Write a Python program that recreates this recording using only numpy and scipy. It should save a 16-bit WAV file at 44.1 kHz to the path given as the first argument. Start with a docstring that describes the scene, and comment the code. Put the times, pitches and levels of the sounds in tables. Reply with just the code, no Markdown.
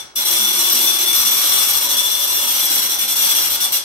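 """In a timber room, a tower clock is wound by a hand crank. A steel pawl chatters over the teeth of the ratchet
in a near-continuous rasp, with a pause after the first tooth and wider gaps between the last ones.
The rasp is tiny random impacts sent through steel resonances; the wheel and pawl ring as unsteady sine notes.
Underneath, the gears grind as random grit coloured by the frame, faint low hums swell and fade,
and filtered noise makes a low room rumble and still air."""
import sys
import numpy as np
from scipy import signal
from scipy.fft import rfft, irfft, next_fast_len
from scipy.io import wavfile

SR = 44100
rng = np.random.default_rng(int(sys.argv[2]) if len(sys.argv) > 2 else 0)


def transcribe(signal):
    """Save signal, clipped to [-1, 1], as a 16-bit WAV file at the path in sys.argv[1]."""
    frames = np.atleast_2d(signal).T
    limited = np.clip(frames, -1, 1)
    pcm = np.round(limited * 32767).astype(np.int16)
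    wavfile.write(sys.argv[1], SR, pcm)


N = 169344
LEAD = SR // 5  # samples before time zero: the winding is already under way
TIME = np.arange(-LEAD, N) / SR  # seconds
TOP_HZ = 15750  # upper limit of the sound

ATTACK_S, RELEASE_S = 0.0055, 0.015  # the pawl presses on a tooth and leaves it
# Teeth of the ratchet as the pawl meets them; levels are relative within each column:
# (start [s], scrape length [s], rasp level [dB], pawl ring level [dB])
RATCHET_TEETH = [(-0.09, 0.052, -22, -24), (0.154, 0.067, -18, -30), (0.245, 0.054, -15.5, -35),
                 (0.304, 0.042, -14, -36), (0.354, 0.047, -16, -28), (0.403, 0.054, -16, -28),
                 (0.465, 0.042, -16, -27.5), (0.525, 0.063, -15.5, -32), (0.585, 0.039, -14.5, -41),
                 (0.633, 0.055, -15, -27.5), (0.693, 0.058, -14, -62), (0.744, 0.058, -15, -35),
                 (0.801, 0.05, -14, -30), (0.858, 0.046, -14.5, -25), (0.922, 0.038, -16, -28.5),
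                 (0.982, 0.053, -15, -30.5), (1.056, 0.056, -16, -25.5), (1.124, 0.056, -14, -29.5),
                 (1.186, 0.043, -14, -34), (1.245, 0.041, -12.5, -28), (1.304, 0.044, -14.5, -29),
                 (1.36, 0.04, -14.5, -36), (1.409, 0.054, -14, -32), (1.464, 0.067, -15.5, -34),
                 (1.517, 0.045, -14, -30), (1.57, 0.062, -14, -29.5), (1.626, 0.054, -17.5, -35),
                 (1.677, 0.037, -14, -61), (1.73, 0.05, -14.5, -33.5), (1.806, 0.047, -15, -37),
                 (1.884, 0.059, -15, -32.5), (1.961, 0.042, -14.5, -26), (2.026, 0.077, -17.5, -27.5),
                 (2.108, 0.065, -19, -30), (2.187, 0.06, -16.5, -31.5), (2.268, 0.062, -17.5, -35),
                 (2.34, 0.058, -16.5, -31), (2.407, 0.047, -16.5, -35), (2.467, 0.057, -15.5, -34),
                 (2.533, 0.06, -17.5, -37), (2.588, 0.056, -17, -32), (2.644, 0.039, -17, -46),
                 (2.695, 0.048, -14.5, -57), (2.748, 0.045, -14.5, -38), (2.814, 0.048, -16, -44),
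                 (2.89, 0.053, -17, -33.5), (2.982, 0.055, -17, -33), (3.075, 0.054, -16.5, -32),
                 (3.152, 0.073, -15, -34.5), (3.219, 0.057, -15, -35.5), (3.286, 0.032, -13.5, -28.5),
                 (3.346, 0.048, -13.5, -34), (3.411, 0.061, -16, -46), (3.494, 0.058, -16.5, -35.5),
                 (3.599, 0.052, -15, -29.5), (3.717, 0.049, -14.5, -36.5)]


def strokes(levels_db):
    """The pawl's power over time: it presses, holds and lets go on each tooth."""
    power = np.zeros(len(TIME))
    for (start, length, *_), db in zip(RATCHET_TEETH, levels_db):
        near = slice(*np.searchsorted(TIME, [start, start + 1 / 2]))
        age = TIME[near] - start
        attack = np.clip(age / ATTACK_S, 0, 1)
        release = np.exp(-np.maximum(age - length, 0) / RELEASE_S)
        power[near] += (amp(db) * attack * release) ** 2
    return power


def turning():
    """1 while the crank turns, 0 in the pause after the first tooth and after the last."""
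    first, second, last = RATCHET_TEETH[0], RATCHET_TEETH[1], RATCHET_TEETH[-1]
    before_pause = TIME < first[0] + first[1]
    after_pause = (TIME > second[0]) & (TIME < last[0] + last[1])
    return before_pause | after_pause


def drops(over_scrape_db=20):
    """One sharp click as the pawl lands on each tooth."""
    start, _, rasp_db, _ = np.transpose(RATCHET_TEETH)
    landing = np.searchsorted(TIME, start + ATTACK_S)
    return np.bincount(landing, amp(rasp_db + over_scrape_db), len(TIME))


def slips(per_s=205, depth_db=8):
    """The scraping pawl catches and slips in quick, nearly regular ticks that each fade; rms 1."""
    pace = per_s * amp(2 * wobble(hz=20)[0])
    cycle = np.cumsum(pace) / SR
    return unit(amp(-depth_db * (cycle % 1)))


def impacts(per_s, spread_db):
    """Tiny impacts of uneven size at a loosely even pace, rms 1."""
    pace = rng.exponential(size=len(TIME)) ** 2 / 2  # mean 1
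    hit = np.diff(np.floor(np.cumsum(pace) * per_s / SR), prepend=0) > 0
    sign, size = rng.standard_normal((2, len(TIME)))
    return unit(hit * np.sign(sign) * amp(spread_db * np.clip(size, -2, 2)))


RASP_DB = -0.43
STEEL_Q = 103  # a resonance's frequency over its width, roughly
# Broad colour of the steel, before the rasp is evened out in power: (frequency [Hz], relative level [dB])
STEEL_COLOUR = [(900, -41.5), (2000, -25.5), (2900, -16.5), (3400, -12), (3750, -16.5), (4580, -13.5),
                (4700, -17), (4840, -27), (4990, -10.5), (5350, -13), (5900, -4.5), (6200, -13.5),
                (6800, -18.5), (7600, -14.5), (8600, -12), (9700, -12.5), (10400, -17.5), (11300, -13.5),
                (12000, -5.5), (12800, -9.5), (13080, -2.5), (13400, -14), (15700, -16.5)]
# Resonances of the ratchet wheel, used again for its ring: (frequency [Hz], relative level [dB])
WHEEL_MODES = [(2802, -11), (3352, -4), (4032, -4.5), (4355, -17.5), (5480, -12.5), (5572, -8.5),
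               (5882, -5), (6300, -17), (7811, -11.5), (8555, -7.5), (8618, -10.5), (9050, -10.5),
               (9641, -10.5), (12408, -13.5), (12475, -4.5), (13076, -7.5)]


def rasp(force):
    """The pawl lands on each tooth, chatters along it and excites the steel's resonances."""
    def steel(hz):
        peaks = sum(amp(db) ** 2 / (1 + 2 * (STEEL_Q * (hz / f - 1)) ** 2) ** 2 for f, db in WHEEL_MODES)
        colour = np.sqrt(amp(along(STEEL_COLOUR, hz)) ** 2 + peaks)
        return colour / (1 + (hz / TOP_HZ) ** 64)  # steep fall above the top

    scrape = force * slips() * impacts(per_s=3500, spread_db=1.5)
    ears = room(scrape + drops(), early_db=5, late_db=4.5, count=72)
    return amp(RASP_DB) * np.array([body(ear, steel) for ear in ears])


def wheel_ring(force, level_db=-15.5):
    """The ratchet wheel's resonances sing on with the rasp and die away after it."""
    notes = sum(amp(db) * note(hz, drift_hz=15, flutter_db=2.5) for hz, db in WHEEL_MODES)
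    return amp(level_db) * ringing(force ** 2) * notes


# Where the ratchet sits: (frequency [Hz], boost on the left and equal cut on the right [dB])
RATCHET_PAN = [(2000, 0.5), (4000, 1), (7000, 0.4), (13000, 2)]


def ratchet(force):
    """Rasp and wheel ring together, leaning to the left by an amount that depends on pitch."""
    def pan(hz):
        return amp(np.outer([1, -1], along(RATCHET_PAN, hz)))

    return filtered(rasp(force) + wheel_ring(force), pan)


def pawl_ring(power, hz=3472, level_db=6.5, pan_db=4):
    """The pawl's own note swells with each stroke, stronger on the left."""
    ear_db = level_db + pan_db * np.array([[1], [-1]])
    return ringing(power) * note(hz, drift_hz=7, flutter_db=2.5) * amp(ear_db)


def ringing(power, t60_s=0.17):
    """Level of a note that swells with each scrape and falls 60 dB in t60_s seconds after it."""
    keep = amp(-60 / (t60_s * SR)) ** 2
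    return np.sqrt(np.abs(signal.lfilter([1 - keep], [1, -keep], power)))


def note(hz, drift_hz, flutter_db):
    """A narrow note for each ear, made unsteady in pitch and level by ever new contacts."""
    drift = np.cumsum(drift_hz * wobble(hz=40.8), axis=1) / SR
    phase = 2 * np.pi * (hz * TIME + drift + rng.random((2, 1)))
    return np.sin(phase) * amp(flutter_db * wobble(hz=54))


GRIND_DB, GRIND_RISE_S = 1.5, 0.0048  # added level; time to take up the load
GRIND_FOLLOWS = 0.55  # share of the pawl's swings in dB
# Grinding of the gears, before GRIND_DB and the room are added: (time [s], level [dB])
GRIND_LEVEL = [(.16, -34), (.3, -35), (1.7, -34.5), (2.15, -37), (2.8, -34), (3.05, -35.5), (3.3, -35),
               (3.75, -35.5)]
# Colour of the gears heard through frame and trestle: (frequency [Hz], relative level [dB])
FRAME_COLOUR = [(120, -36.5), (175, -21.5), (210, 2), (290, -4), (360, 4.5), (455, -8.5), (540, 4),
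                (660, -4.5), (830, 3), (1400, 1), (2000, -4.5), (2220, 2), (2600, -21), (8000, -32)]
# Low notes are nearly the same in both ears: (frequency [Hz], stereo width [0 to 1])
GEAR_WIDTH = [(120, 0.23), (250, 0.48), (600, 0.9)]


def gears(force):
    """Loaded teeth grind and shake the frame, a little harder on each stroke of the pawl."""
    step = 1 / (GRIND_RISE_S * SR)
    load = signal.lfilter([step], [1, step - 1], turning()) * turning()
    level = amp(GRIND_DB + np.interp(TIME, *np.transpose(GRIND_LEVEL))) * load
    grit = level * unit(force ** GRIND_FOLLOWS) * impacts(per_s=1800, spread_db=2.5)
    shaken = body(grit, lambda hz: amp(along(FRAME_COLOUR, hz)))
    left, right = room(shaken, early_db=3.0, late_db=6.5, count=6)
    side = filtered(left - right, lambda hz: along(GEAR_WIDTH, hz))
    return (left + right + np.outer([1, -1], side)) / 2


# Faint low hums in the frame: (middle [s], time from middle to silence [s], frequency [Hz], peak level [dB])
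FRAME_HUMS = [(0.422, 0.12, 210.5, -38.5), (0.79, 0.16, 250, -38.5), (1.256, 0.3, 229.7, -43.5),
              (2.775, 0.09, 250, -42.5), (3.26, 0.22, 220, -47.5)]


def hum(drift_hz=5):
    """Low hums come and go in the frame, drifting in pitch together."""
    middle, half, hz, db = np.transpose(FRAME_HUMS)[..., None]
    swell = np.cos(np.pi / 2 * np.clip((TIME - middle) / half, -1, 1)) ** 4
    drift = np.cumsum(drift_hz * wobble(hz=25.9)[0]) / SR
    phase = 2 * np.pi * (hz * TIME + drift)
    return np.sum(amp(db) * swell * np.sin(phase), axis=0)


# Colour of the low room rumble: (frequency [Hz], relative level [dB])
RUMBLE_COLOUR = [(20, -17), (45, -9), (68, 3.5), (90, -8.5), (115, -3.5), (160, -11), (400, -10),
                 (2000, -49)]


def rumble(level_db=-53.5, side_db=-6.5, swing_db=3.2):
    """Low noise whose level rises and falls unevenly, mostly shared by both ears."""
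    mid, side = coloured_noise(RUMBLE_COLOUR)
    stereo = mid + amp(side_db) * np.outer([1, -1], side)
    return amp(level_db) * unit(stereo * amp(swing_db * wobble(hz=6.4)[0]))


# Colour of the still air: (frequency [Hz], relative level [dB])
AIR_COLOUR = [(60, -21), (250, -2), (1200, -1), (15000, -52)]


def air(level_db=-50.5):
    """The still air of the room: steady soft noise, separate in each ear."""
    return amp(level_db) * coloured_noise(AIR_COLOUR)


EARLY_T60_S = 0.068  # time for the near scatter to fall 60 dB
# How long the room rings: (frequency [Hz], time to fall 60 dB [s])
ROOM_T60 = [(200, 0.32), (1500, 0.59), (4000, 0.49), (9000, 0.32), (15000, 0.11)]


def room(x, early_db, late_db, count=48):
    """Direct sound, scatter from the frame and the room's tail; the paths keep changing as the wheels turn."""
    out, t = np.zeros((2, len(x) + SR)), np.arange(SR // 3) / SR
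    hz, age, z = signal.stft(rng.standard_normal((2, SR // 3)), SR, nperseg=256)
    fade = amp(-60 * age / along(ROOM_T60, hz)[:, None])
    for piece in np.array_split(np.arange(len(x)), count):
        random_phase = np.exp(2j * np.pi * rng.random(z.shape))
        tail = signal.istft(fade * random_phase, SR, nperseg=256)[1][:, :len(t)]
        early = rng.standard_normal(tail.shape) * amp(-60 * t / EARLY_T60_S)
        answer = amp(early_db) * early / np.linalg.norm(early[0])
        answer += amp(late_db) * tail / np.linalg.norm(tail[0])
        answer[[0, 1], rng.integers(0, 16, 2)] += 1  # direct sound, up to 15 samples late in each ear
        wet = signal.fftconvolve(x[piece][None], answer / np.linalg.norm(answer[0]), axes=1)
        out[:, piece[0]:piece[0] + wet.shape[1]] += wet
    return out[:, :len(x)]


def body(x, gain, size=16384):
    """Ring x through a solid body with this gain per frequency: no sound before the blow, power kept."""
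    cepstrum = irfft(np.log(unit(gain(np.fft.rfftfreq(size, 1 / SR))) + 1e-6))
    cepstrum[1:size // 2] *= 2  # folding it makes the response start at once (minimum phase)
    cepstrum[size // 2 + 1:] = 0
    response = irfft(np.exp(rfft(cepstrum)))
    return signal.fftconvolve(x, response)[:len(TIME)]


def coloured_noise(colour):
    """Random noise for two channels, shaped by (Hz, dB) points, rms 1."""
    return unit(filtered(rng.standard_normal((2, len(TIME))), lambda hz: amp(along(colour, hz))))


def wobble(hz):
    """A smooth random curve for each ear, rms 1, with little movement faster than hz."""
    return unit(filtered(rng.standard_normal((2, len(TIME))), lambda f: 1 / (1 + (f / hz) ** 4)))


def filtered(x, response):
    """Multiply the spectrum of x by a response of frequency."""
    m = next_fast_len(N + SR)
    return irfft(rfft(x, m) * response(np.fft.rfftfreq(m, 1 / SR)), m)[..., :len(TIME)]


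def along(points, hz):
    """Read (Hz, value) points on a log frequency axis."""
    f, v = np.transpose(points)
    return np.interp(np.log(hz + 1), np.log(f + 1), v)


def amp(db):
    """Decibels to gain."""
    return 10 ** (np.asarray(db) / 20)


def unit(x):
    """Scale to rms 1."""
    return x / np.sqrt(np.mean(x ** 2) + 1e-20)


def scene(drag_db=-28):
    """Ratchet, pawl, gears, hums and room; a light drag remains between teeth while the crank turns."""
    _, _, rasp_db, ring_db = np.transpose(RATCHET_TEETH)
    force = np.sqrt(strokes(rasp_db) + amp(drag_db) ** 2 * turning())
    clockwork = ratchet(force) + pawl_ring(strokes(ring_db)) + gears(force) + hum()
    return (clockwork + rumble() + air())[:, LEAD:]


def record(dry):
    """Round off the highest peaks, then keep only what lies below TOP_HZ."""
    rounded = dry / (1 + np.abs(dry / .92) ** 8) ** (1 / 8)
    return filtered(rounded, lambda hz: hz < TOP_HZ)[:, :N]


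dry = scene()
out = record(dry)
transcribe(out)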